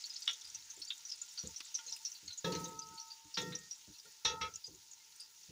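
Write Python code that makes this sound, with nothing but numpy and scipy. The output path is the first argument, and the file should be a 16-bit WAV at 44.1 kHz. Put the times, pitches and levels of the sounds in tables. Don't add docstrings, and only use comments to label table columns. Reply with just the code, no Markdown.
import sys
import numpy as np
from scipy import signal
from scipy.fft import rfft, irfft, next_fast_len
from scipy.io import wavfile
from scipy.ndimage import uniform_filter1d

SR = 44100
rng = np.random.default_rng(int(sys.argv[2]) if len(sys.argv) > 2 else 0)


def voltage_ratio(level):
    return 10 ** (np.asarray(level, float) / 20)


def transcribe(signal):
    frames = np.atleast_2d(signal).T
    limited = np.clip(frames, -1, 1)
    pcm = np.round(limited * 32767).astype(np.int16)
    wavfile.write(sys.argv[1], SR, pcm)


N = 242991

# (frequency [Hz], density [dB])
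FIZZ_SPECTRUM = [(350, -75), (600, -21), (705, -30.5), (899, -16), (1230, -19.5), (1380, -8.5), (1530, -15),
                 (1820, -10), (2240, -9), (5650, 4), (6720, 4), (7990, -7.5), (9500, -9), (12400, -47),
                 (20900, -120)]
# (frequency [Hz], density [dB])
AIR_SPECTRUM = [(4120, -26), (7000, -6), (8310, -22), (9970, -10.5), (12400, -22.5), (13700, -15.5),
                (14800, -7.5), (15600, -7)]
# (frequency [Hz], density [dB])
HUM_SPECTRUM = [(15, -50), (25, -11), (48, -9), (119, -7.5), (230, -12.5), (465, -8.5), (687, -27),
                (900, 3), (1170, -26), (1980, -120)]
# (frequency [Hz], density [dB])
WOOD_SPECTRUM = [(290, 1), (500, -43), (709, -26), (906, -4), (1560, -2.5), (2690, 2), (3100, 1), (3660, 0),
                 (5760, 2), (11000, -43), (14300, -76), (22000, -120)]
# (time [s], fizz level [dB])
STIR = [(0, -53.5), (.85, -56.5), (1.6, -54.5), (2.06, -56), (2.44, -59.5), (2.7, -58), (3.11, -59),
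        (3.6, -58), (4.24, -60), (4.87, -60), (5.51, -59)]
# (time [s], length [s], air lift [dB])
SWEEPS = [
    (1.196, 0.72, 2),
    (1.82, 0.52, 4),
]

# (time [s], peak [dB], pitch [Hz], tail t60 [s])
LARGE_POPS = [(0.042, -32, 4400, 0.13), (0.1, -33.5, 5140, 0.13), (.161, -33, 4330, 0.1),
              (0.223, -35.5, 4670, 0.13), (0.449, -37.5, 4870, 0.13), (0.82, -30.5, 4357, 0.092),
              (0.875, -41.5, 4650, 0.23), (1.12, -29, 5030, 0.12), (1.3793, -30.5, 4560, 0.14),
              (1.7873, -42.5, 3250, 0.15), (1.878, -40, 4240, 0.27), (1.925, -33, 5110, 0.089),
              (1.9394, -37, 5010, 0.17), (2.05, -47.5, 4330, 0.28), (2.151, -40, 4430, 0.15),
              (2.2795, -36, 4330, 0.15), (2.3077, -35, 4025, 0.19), (2.523, -30.5, 4510, 0.1),
              (2.554, -32, 4080, 0.14), (2.653, -40.5, 3770, 0.13), (2.82, -38.5, 4850, 0.13),
              (2.9798, -37, 4420, 0.18), (3.106, -37, 4750, 0.21), (3.3479, -35.5, 4800, 0.18),
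              (3.525, -36, 3764, 0.16), (4.6445, -37, 4880, 0.17), (5.202, -39, 4960, 0.27)]
# (time [s], peak [dB], pitch [Hz], tail t60 [s])
MIDDLE_POPS = [(0.1668, -31, 5250, 0.078), (0.222, -36, 5770, 0.096), (.2768, -48, 5590, .11),
               (.823, -34, 5300, 0.12), (1.054, -36, 5910, 0.16), (1.102, -30, 5700, 0.063),
               (1.1216, -28, 5470, 0.052), (1.5641, -31.5, 5770, 0.13), (1.7513, -27.5, 5770, 0.19),
               (1.8978, -37.5, 5500, 0.088), (1.9257, -28.5, 5526, 0.099), (2.052, -28.5, 5780, 0.16),
               (2.119, -34.5, 5740, 0.09), (2.3322, -38, 6090, 0.088), (2.4453, -42, 5880, .1),
               (3.002, -37.5, 5710, 0.17), (3.3437, -31.5, 5400, 0.097), (3.3756, -34, 5650, 0.089),
               (3.3838, -32, 5520, 0.066), (3.554, -25, 5780, 0.07), (3.712, -34, 5570, 0.15),
               (4.2515, -26, 5790, 0.24), (4.415, -36.5, 5670, 0.11)]
# (time [s], peak [dB], pitch [Hz], tail t60 [s])
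SMALL_POPS = [(0.3328, -35, 6210, 0.084), (0.5497, -25.5, 6010, 0.079), (0.706, -35.5, 6260, 0.14),
              (.9797, -45, 6130, 0.054), (1.218, -30, 6950, 0.086), (1.391, -34, 5920, 0.19),
              (1.474, -28.5, 7000, 0.043), (1.866, -37, 6560, 0.23), (2.378, -31.5, 6800, 0.13),
              (2.5227, -38, 6630, .086), (2.552, -31.5, 6100, 0.065), (2.6324, -52, 6090, .14),
              (2.645, -29.5, 6260, 0.1), (2.7929, -32, 6020, 0.083), (4.5405, -35.5, 5900, 0.091),
              (4.56, -33.5, 6870, 0.065), (4.916, -42, 6780, 0.12)]
# (time [s], peak [dB], pitch [Hz])
FAINT_POPS = [(0.012, -46, 6400), (0.0233, -47, 6980), (0.414, -38.5, 6010), (0.853, -38, 6000),
              (1.509, -44, 6500), (2.2616, -45, 6800), (2.87, -44.5, 5910), (2.8894, -43, 6420),
              (3.082, -46.5, 6040), (3.4184, -35, 6530), (3.5905, -41.5, 7010), (4.659, -49, 6740),
              (4.7496, -48, 6600), (4.935, -42.5, 6400), (5.434, -45, 5500)]
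# (width of pot modes rung [Hz], burst against tail [dB])
BUBBLE_SIZES = [
    (280., -20),
    (420., -3.5),
    (420., -4.5),
    (1200., -2.5),
]
# (time [s], peak [dB], pitch [Hz])
SPITS = [(0.3335, -53, 8900), (0.4798, -47, 8000), (0.8011, -44.5, 8280), (1.1603, -47.5, 8460),
         (1.4746, -44, 8040), (1.9648, -43.5, 8600), (2.6035, -49.5, 9200), (3.9399, -54.5, 10200),
         (4.252, -40.5, 8100), (5.1625, -48, 8900), (5.206, -41.5, 8550)]
# (time [s], peak [dB], pitch [Hz], tail t60 [s])
CRACKS = [(.042, -32.5, 4400, 0.027), (4.5595, -31.5, 6900, 0.035), (4.563, -41, 5600, .05),
          (4.669, -41.5, 6100, 0.16), (.151, -49, 4800, .1), (0.015, -52, 5500, .03),
          (0.022, -41, 5300, .03), (0.42, -46.5, 3530, 0.034), (.265, -46, 3600, 0.09),
          (1.378, -38, 4500, .04)]
# (time [s], peak [dB], pitch [Hz], tail t60 [s])
NARROW_POPS = [(.139, -40, 6240, 0.095), (.3145, -36, 7000, .04), (0.502, -37, 5860, 0.046),
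               (0.599, -42.5, 5430, 0.1), (.885, -37.5, 7180, 0.07), (1.096, -33, 5300, 0.065),
               (1.3107, -45.5, 5480, 0.12), (1.757, -26, 6100, 0.031), (1.911, -39, 7140, .05),
               (2.9544, -40.5, 6860, .06), (3.762, -43, 7300, .05), (3.942, -48, 4200, 0.17),
               (3.9865, -42.5, 5750, 0.14), (4.000, -39, 4930, .05), (4.527, -48, 6080, 0.049),
               (5.1597, -52, 5890, .06), (0.0424, -33, 4450, 0.039), (.055, -48, 6500, 0.042),
               (.068, -35, 5600, .06), (.2915, -34, 5700, 0.1), (0.2764, -31, 5540, .04),
               (.7045, -30.5, 6320, 0.033), (4.559, -30, 6810, 0.024), (.115, -46, 6000, .05),
               (1.746, -25, 6250, 0.07), (1.966, -45, 2660, 0.079), (2.02, -47, 5040, .04),
               (2.281, -34.5, 6520, 0.059)]
# (time [s], peak [dB], pitch [Hz])
DROPLETS = [(0.192, -45, 8000), (0.206, -46, 10700), (0.272, -59, 10100), (0.3112, -49, 8000),
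            (0.411, -52, 8000), (0.4534, -44, 8000), (0.7248, -55, 8000), (0.7447, -46, 8000),
            (0.8495, -44, 8000), (0.98, -41, 6600), (1.05, -58, 8000), (1.3404, -44, 8300),
            (1.585, -48, 8000), (1.605, -43, 8000), (1.7434, -61, 8000), (1.8414, -50, 8000),
            (2.374, -58, 8000), (2.5237, -42, 7950), (2.9427, -46, 8000), (3.3323, -55, 8000),
            (3.7813, -49, 8000), (4.0542, -50, 8000), (4.123, -47, 7760), (5.3453, -54, 8000)]
# (time [s], peak [dB], centre [Hz], t60 [s])
CONTACTS = [(0.2772, -22, 2730, 0.029), (.2935, -35, 2080, 0.072), (.905, -49, 2100, 0.11),
            (1.664, -49, 2500, .03), (2.552, -40.5, 2050, 0.098), (3.372, -31, 2140, 0.076),
            (3.422, -35, 452, 0.05), (3.523, -44.5, 2140, 0.19), (4.413, -40.5, 1920, 0.22),
            (1.437, -48, 360, 0.087), (3.876, -57, 450, 0.07), (4.68, -50.5, 320, 0.13),
            (.772, -56, 397, 0.071), (1.964, -46, 11000, .05), (.3325, -46, 10500, 0.027),
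            (1.473, -42, 7440, 0.008)]

# (frequency [Hz], width [Hz], level
# [dB])
FRYING_MODES = [(302, 9.2, -25.5), (495, 23, -32.5), (904, 6.6, -21.5), (1420, 5, -16), (1857, 40, -31),
                (2690, 23, -14)]
# (frequency [Hz], width [Hz], level [dB])
FLOOR_MODES = [(4400, 19, -1), (5770, 37, 1), (6870, 38, -0.5), (3733, 16, -3.5)]

# (time [s], ring [dB], clatter [dB], clatter t60 [s], suppressor cut after [s])
BLOWS = [
    (.2765, -37.5, -45, 0.16, 0.11),
    (.903, -48, -56, 0.095, 0.079),
    (2.4435, -42.5, -42.5, 0.17, .1),
    (3.372, -32, -36.5, 0.17, 0.18),
    (4.2495, -30, -35.5, 0.26, 0.12),
    (4.412, -40, -42.5, 0.23, 0.083),
]
# (time [s], clatter [dB], clatter t60 [s])
TAPS = [
    (1.376, -54, 0.075),
    (1.6036, -37, 0.041),
    (1.786, -51, 0.11),
    (2.281, -61, 0.08),
    (2.522, -44.5, 0.18),
    (4.054, -64, 0.057),
]
# (time [s], peak [dB], pitch [Hz], tail t60 [s], contact against tail [dB])
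CLICKS = [
    (0.2793, -26, 3476, 0.25, 9),
    (0.906, -28, 3540, 0.15, 1.5),
    (1.606, -41, 4710, 0.059, 4),
]
# (frequency [Hz], level [dB], t60 [s])
FLOOR_RINGS = [
    [(1365, -15, 0.22), (2140, -8, 0.086), (2920, 1, 0.14), (3700, -7.5, 0.26), (5530, -9.5, 0.31)],
    [(2410, -9, 0.15), (2710, 2, 0.08), (3700, -1.5, 0.24), (4550, -22, 0.072)],
]
# (frequency [Hz], t60 [s], level at each of the next four blows [dB] x 4)
RIM_MODES = [(1673, 0.062, 6, -21, -30, -27), (1760, 0.36, -16, -36, -19, -15),
             (2070, 0.23, -37, -28, -42, -14), (2100, 0.2, -27, -21, -42, -7),
             (2657, 0.37, -10, -19, -10.5, -8), (3337, 0.19, 0, -10, -4.5, -3.5),
             (3390, 0.28, -14, -13, -8.5, -19), (3697, 0.17, 2, -5, 0.5, -5),
             (3975, 0.24, -7, -19, -6.5, -10), (4097, 0.12, -2, -7, -4.5, -0.5),
             (5590, 0.18, -22, -11, -18, -4), (5480, 0.71, -13, -24, -34, -26),
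             (6100, 0.23, -26, -29, -20, -27), (6460, 0.37, -22, -16.5, -15, -24)]
# (time [s], frequency [Hz], level [dB], t60 [s], damped after [s])
BELL_RINGS = [(1.377, 1420, -63, 0.2, .06), (1.789, 1420, -53, 0.13, .1), (1.790, 904, -62, 1.3, 0.053),
              (1.915, 904, -62.5, .87, 0.03), (2.000, 904, -62.5, 0.24, 0.034),
              (2.300, 1445, -60, 0.21, 0.037), (2.4435, 1289, -44, 1.94, 0.66), (3.14, 1270, -76, 1.5, 0.2),
              (2.4432, 1857, -56.5, 0.86, .26), (2.444, 904, -49.5, 4, 0.69),
              (3.150, 904, -65.5, 4.3, 0.17), (3.370, 1365, -51.5, 1.1, .17), (3.372, 904, -43, 0.39, 0.19),
              (3.3721, 1287, -65, 2, 0.3), (3.3718, 1857, -44.5, 0.8, 0.31),
              (4.055, 1857, -66.5, 0.45, .11), (4.0547, 1410, -55.5, 0.074, .05),
              (4.2475, 1857, -49.5, 0.58, 0.18), (4.2495, 904, -44, 1.17, .22),
              (4.2496, 873, -46.5, 0.6, .2), (4.2497, 1372, -52, 1.6, 0.26),
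              (4.251, 1290, -43.5, 1.2, 0.166), (4.412, 902, -47, 0.27, 0.066),
              (4.4116, 2354, -54, 0.87, 0.069), (4.414, 1282, -38, 0.8, 0.055)]
# (time [s], frequency [Hz], level
# [dB], t60 [s], damped after [s])
SHORT_RINGS = [(.277, 904, -53.5, 0.21, 0.023), (.28, 305, -71, 0.33, 0.035), (.3, 495, -73, 0.43, 0.056),
               (.549, 904, -66, .4, 0.036), (2.444, 495, -42, 0.24, 0.047), (2.444, 426, -37.5, 0.18, .06),
               (2.445, 1690, -44, .15, .035), (2.444, 931, -48, 0.9, 0.28), (3.952, 2690, -63, 0.18, .02),
               (4.998, 2120, -67, .4, 0.03), (4.25, 2977, -66, .2, .08), (4.25, 5000, -48, .15, .08),
               (4.25, 5770, -42, 0.22, .08), (4.413, 2220, -52, 0.37, 0.067),
               (4.413, 5600, -60, 0.18, 0.056), (4.413, 1398, -48.5, 0.39, .09),
               (2.444, 526, -45, 0.22, 0.046), (2.446, 173, -49.5, 1.2, 0.38),
               (2.46, 441, -49.5, 1.3, 0.427), (3.375, 491.7, -48, 0.87, .2),
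               (3.375, 158.8, -50, 0.93, 0.22), (1.49, 904, -65, .4, 0.032), (2.279, 2140, -61, 0.15, .04),
               (1.215, 1400, -66, 0.29, 0.034), (3.374, 3500, -50, 0.33, 0.11),
               (4.413, 3314, -47, 0.33, .065), (4.413, 2170, -49, 0.43, .065)]
# (time [s], frequency [Hz], level [dB], t60
# [s], damped after [s])
MORE_RINGS = [(.736, 904, -66.5, 0.41, 0.024), (2.921, 1450, -72, 1.1, 0.075), (3.252, 301, -63, .5, 0.031),
              (4.251, 497, -51, 0.5, .15), (4.406, 171, -54.5, 0.38, .05), (4.441, 499, -58, 0.45, 0.057),
              (4.481, 1325, -61, .6, 0.1), (4.641, 4900, -40, 0.22, 0.016)]

# (frequency [Hz], width [Hz], level [dB])
STOVE_PARTS = [
    [(166, 46, -4.5), (205, 45, -18)],
    [(82.4, 48, 0)],
    [(299.5, 21.7, -1), (364, 35, -6)],
    [(437.4, 40, 3.5), (496, 34, 3), (650, 1900, -4)],
]
# (time [s], length [s], level [dB], deep part [dB], upper part [dB])
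KNOCK_BOOMS = [
    (1.435, 0.11, -61, 3.5, 2),
    (1.857, 0.14, -94.5, 15, 23.5),
    (2.442, 0.52, -45.5, -9, 2),
    (3.374, 0.32, -50.5, -12, -1),
    (4.046, 0.093, -77.5, -24, 8.5),
    (4.247, 0.22, -56.5, 3, 5.5),
    (4.407, 0.19, -66.5, 5.5, 10.5),
]
# (time [s], length [s], level [dB], deep part [dB], middle part [dB])
THUDS = [
    (0.44, 0.43, -88.5, 16, 1),
    (0.769, 0.079, -86, 13, 21.5),
    (2.228, 0.11, -71, 5.5, 2),
    (2.898, 0.091, -72.5, 4, 5),
    (3.243, 0.07, -80, 8.5, 0),
    (3.875, 0.079, -69, 6, 4),
    (4.676, 0.17, -71.5, 5.5, 6),
    (5.484, .12, -63.5, 2, 3.5),
]
# main, deep, middle, upper [dB/s]
SAG_DB_PER_S = [-23.5, -56, -21, -49]
# main, deep, middle, upper [dB]
RELEASE_DROP_DB = np.array([-24.5, -17.0, -32.0, -32.5])

HUM_DB, AIR_DB, AIR_WAVER_DB = -80.5, -69.5, -0.05
OPEN_AT_DB, OPEN_SOFT_DB, AIR_LIFT_DB, FIZZ_LIFT_DB = -54, 3, 8, 4
SPRAY_PER_S, SPRAY_HZ, SPRAY_WIDTH_HZ, SPRAY_DB = 24, 6700, 6600, -18.5
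FAINT_T60_S, TAP_CHOP_S, RING_ROUGH_DB = 0.075, 0.115, 2.0
BELL_DAMP_T60_S, BELL_WAVER_DB = 0.09, 1.4
BOOM_ATTACK_S, BOOM_HOLD_SHARE = 0.002, 0.45
MIDDLE_UNDER_KNOCK_DB, UPPER_UNDER_THUD_DB = -5.5, -10


def curve(table):
    s, *columns = np.transpose(table)
    return [np.interp(np.arange(N) / SR, s, c) for c in columns]


def unit(x):
    return x / np.sqrt(np.mean(x ** 2) + 1e-30)


def colour(x, points):
    hz, db = np.transpose(points)
    size = next_fast_len(len(x), real=True)
    log_f = np.log(np.maximum(np.fft.rfftfreq(size, 1 / SR), 1))
    gain = voltage_ratio(np.interp(log_f, np.log(hz), db, left=-120, right=-120))
    return irfft(rfft(x, size) * gain, size)[:len(x)]


def resonance(x, hz, width_hz):
    return signal.lfilter(*signal.iirpeak(min(hz, SR / 2.2), hz / width_hz, fs=SR), x)


def resonance2(x, hz, width_hz):
    return resonance(resonance(x, hz, width_hz), hz, width_hz)


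def add(out, s, sound):
    i = max(int(s * SR), 0)
    out[i:i + len(sound)] += sound[:N - i]


def fade(t, t60):
    return np.exp(-np.log(1000) * t / t60)


def smooth(x, size):
    return uniform_filter1d(uniform_filter1d(x, size), size)


def walk(rate_hz):
    k = int(SR / rate_hz)
    return unit(smooth(np.repeat(rng.standard_normal(N // k + 1), k), k)[:N])


def pop(chance, hz, t60, burst_db, spread_hz, burst_s=0.00065):
    t = np.arange(len(chance)) / SR
    burst = np.exp(-((t - .004) / burst_s) ** 2) * np.sin(2 * np.pi * hz * t)
    modes = 0
    for k in range(4):
        mode_hz = hz + .5 * spread_hz * chance[k]
        modes = modes + np.sin(2 * np.pi * mode_hz * t + 3 * chance[k + 5])
    blur = unit(resonance(resonance(chance, hz, spread_hz), hz, 3.7 * spread_hz))
    skirt = unit(resonance(resonance(chance[::-1], 0.84 * hz, 2600), 0.79 * hz, 2700)) * fade(t, .5 * t60)
    held = fade(t, 0.95 * t60) * np.exp(-(t / (0.35 * t60)) ** 3)
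    tail = (voltage_ratio(-13.0) * modes + voltage_ratio(-11.5) * blur) * held + voltage_ratio(-18.5) * skirt
    return voltage_ratio(burst_db) * burst + (1 - np.exp(-t / 0.0028)) * tail


def add_pops(out, rows, burst_db, spread_hz, samples, burst_s=0.00065):
    for s, db, hz, t60 in rows:
        chance = rng.standard_normal(samples)
        add(out, s - .004, voltage_ratio(db) * pop(chance, hz, max(t60, .02), burst_db, spread_hz, burst_s))


def ticks():
    size_db = np.minimum(32.0 * rng.exponential(size=N), 14)
    return unit((rng.random(N) < 260 / SR) * rng.choice([-1, 1], N) * voltage_ratio(size_db))


def spray():
    out, t = np.zeros(N), np.arange(SR // 100) / SR
    for when, size, pitch in rng.random((int(SPRAY_PER_S * N / SR), 3)):
        noise = rng.standard_normal(len(t)) * fade(t, 0.0041)
        click = resonance2(noise, SPRAY_HZ * (.7 + .5 * pitch), SPRAY_WIDTH_HZ)
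        add(out, when * N / SR, voltage_ratio(5.5 * size ** 2) * click)
    return unit(out)


def fizz(fizz_db):
    hiss = voltage_ratio(-3.5) * ticks()
    for hz in 700 * 2 ** np.arange(0, 4, .4):
        flicker = voltage_ratio(2.4 * walk(30) + 0.35 * walk(2.6))
        hiss = hiss + flicker * unit(resonance(rng.standard_normal(N), hz, hz / 4.4)) / 3
    small = np.zeros(N)
    for when, pitch, size, short in rng.random((900, 4)):
        note = pop(rng.standard_normal(SR // 30), 3600 + 4000 * pitch ** .7, 0.016 + 0.032 * short, -8.0,
                   spread_hz=400 + 1400 * (1 - short) ** 2, burst_s=0.00013)
        add(small, when * N / SR, note * voltage_ratio(10.0 * size ** 4.5))
    crackle = voltage_ratio(-3.5 + 0.85 * (fizz_db + 53.5)) * unit(small)
    droplets = voltage_ratio(SPRAY_DB + 0.58 * (fizz_db + 57.5)) * spray()
    return unit(colour(hiss, FIZZ_SPECTRUM)) + crackle + droplets


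def kitchen_air(opening):
    spray_db = np.zeros(N)
    for s, length_s, db in SWEEPS:
        add(spray_db, s, db * np.hanning(int(length_s * SR)))
    waver_db = AIR_WAVER_DB * walk(5.2) + 1.2 * walk(40)
    air_db = AIR_DB + spray_db + AIR_LIFT_DB * opening + waver_db
    return voltage_ratio(air_db) * unit(colour(rng.standard_normal(N) + voltage_ratio(-12.0) * ticks(), AIR_SPECTRUM))


def hum():
    return voltage_ratio(HUM_DB) * unit(colour(rng.standard_normal(N), HUM_SPECTRUM))


def pops():
    out = np.zeros(N)
    faint = [(s, db, hz, FAINT_T60_S) for s, db, hz in FAINT_POPS]
    groups = (LARGE_POPS, MIDDLE_POPS, SMALL_POPS, faint)
    for bubbles, (spread_hz, burst_db) in zip(groups, BUBBLE_SIZES):
        add_pops(out, bubbles, burst_db, spread_hz, SR // 6)
    spits = [(s, db, hz, 0.059) for s, db, hz in SPITS]
    add_pops(out, spits, -1.0, 2400, SR // 20, burst_s=0.00061)
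    return out


def pot(frying):
    push = uniform_filter1d(np.abs(frying), 200) * rng.standard_normal(N)
    wall = sum(voltage_ratio(db + 16.0) * resonance(push, hz, width_hz) for hz, width_hz, db in FRYING_MODES)
    floor = sum(voltage_ratio(db) * resonance(frying, hz, width_hz) for hz, width_hz, db in FLOOR_MODES)
    return wall + floor


def cracks():
    out = np.zeros(N)
    add_pops(out, CRACKS, 0.5, 605, SR // 8, burst_s=0.001)
    return out


def small_events():
    out, t = np.zeros(N), np.arange(SR // 8) / SR
    add_pops(out, NARROW_POPS, -9.5, 207, SR // 8)
    touches = [(s, db + 0.5, hz, .025, .45) for s, db, hz in DROPLETS] + [(*row, .9) for row in CONTACTS]
    for s, db, hz, t60, breadth in touches:
        noise = unit(resonance2(rng.standard_normal(len(t)), hz, breadth * hz))
        add(out, s - .001, voltage_ratio(db - 9.0) * noise * fade(t, t60) * (1 - np.exp(-t / 0.00024)))
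    return out


def blows():
    out, t = np.zeros(N), np.arange(SR // 2) / SR
    rings = FLOOR_RINGS + [[(row[0], row[2 + k], row[1]) for row in RIM_MODES] for k in range(4)]
    taps = [(s, 0, db, t60, TAP_CHOP_S) for s, db, t60 in TAPS]
    for k, (s, ring_db, clatter_db, clatter_t60, chop_s) in enumerate(BLOWS + taps):
        chance = rng.standard_normal(len(t))
        sound = voltage_ratio(clatter_db) * unit(colour(chance, WOOD_SPECTRUM)) * fade(t, clatter_t60)
        for hz, db, t60 in rings[k] if k < len(rings) else []:
            phase, twin, split = rng.random(3)
            twin_hz = hz * (1 + 0.0025 + 0.008 * split)
            pair = np.sin(2 * np.pi * (hz * t + phase)) + 0.5 * np.sin(2 * np.pi * (twin_hz * t + twin))
            flutter = unit(smooth(np.roll(chance, int(twin * len(t))), 250))
            sound += voltage_ratio(ring_db + db + RING_ROUGH_DB * flutter) * pair * fade(t, max(t60, .02))
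        add(out, s, (1 - np.exp(-t / 0.0024)) * np.exp(-(t / chop_s) ** 6.3) * sound)
    for *click, contact_db in CLICKS:
        add_pops(out, [click], contact_db, 450, SR // 6, burst_s=0.0007)
    return out


def bell(rings):
    out, t = np.zeros(N), np.arange(SR + SR // 4) / SR
    for s, hz, db, t60, held_s in rings:
        damping = fade(np.maximum(t - held_s, 0), BELL_DAMP_T60_S)
        ring = np.sin(2 * np.pi * (hz * t + rng.random())) * fade(t, t60) * damping
        add(out, s, voltage_ratio(db + BELL_WAVER_DB * walk(24)[:len(t)]) * (1 - np.exp(-t / 0.0015)) * ring)
    return out


def boom_gains():
    gains = np.zeros((4, N))
    rows = [(s, length_s, db, (0, deep, MIDDLE_UNDER_KNOCK_DB, upper))
            for s, length_s, db, deep, upper in KNOCK_BOOMS]
    rows += [(s, length_s, db, (0, deep, middle, middle + UPPER_UNDER_THUD_DB))
             for s, length_s, db, deep, middle in THUDS]
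    for s, length_s, db, parts_db in rows:
        t = np.arange(int(length_s * SR)) / SR
        release = np.clip((t / length_s - BOOM_HOLD_SHARE) / (1 - BOOM_HOLD_SHARE), 0, 1)
        held_s = np.minimum(t, BOOM_HOLD_SHARE * length_s)
        shape = (1 - np.exp(-t / BOOM_ATTACK_S)) * voltage_ratio(db) * np.minimum((length_s - t) / .004, 1)
        for gain, part_db, sag, drop_db in zip(gains, parts_db, SAG_DB_PER_S, RELEASE_DROP_DB):
            add(gain, s, shape * voltage_ratio(part_db + drop_db * release + sag * held_s))
    return gains


def boom(gains):
    out = 0
    for gain, modes in zip(gains, STOVE_PARTS):
        part = 0
        for hz, width_hz, db in modes:
            noise = resonance(resonance(rng.standard_normal(N), hz, width_hz), hz, 2 * width_hz)
            part = part + voltage_ratio(db + 2.7 * walk(19)) * unit(noise)
        out = out + gain * unit(part)
    return signal.sosfilt(signal.butter(4, 45, "high", fs=SR, output="sos"), out)


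def scene():
    gains = boom_gains()
    boom_db = 20 * np.log10(gains[0] + 1e-9)
    opening = .5 + .5 * np.tanh((boom_db - OPEN_AT_DB) / OPEN_SOFT_DB)
    fizz_db = curve(STIR)[0] + FIZZ_LIFT_DB * opening
    frying = voltage_ratio(fizz_db - 2.5) * fizz(fizz_db) + pops()
    background = kitchen_air(opening) + hum()
    details = cracks() + small_events()
    knocks = blows() + bell(BELL_RINGS) + bell(SHORT_RINGS) + bell(MORE_RINGS) + boom(gains)
    return (frying + pot(frying) + background + details + knocks)[None]


def top_cut(x):
    return signal.sosfilt(signal.butter(12, 15800, fs=SR, output="sos"), x)


def record(dry):
    low_pass = signal.ellip(8, .2, 70, 15750, fs=SR, output="sos")
    mix = signal.sosfilt(low_pass, dry)
    return top_cut(mix)


dry = scene()
out = record(dry)
transcribe(out)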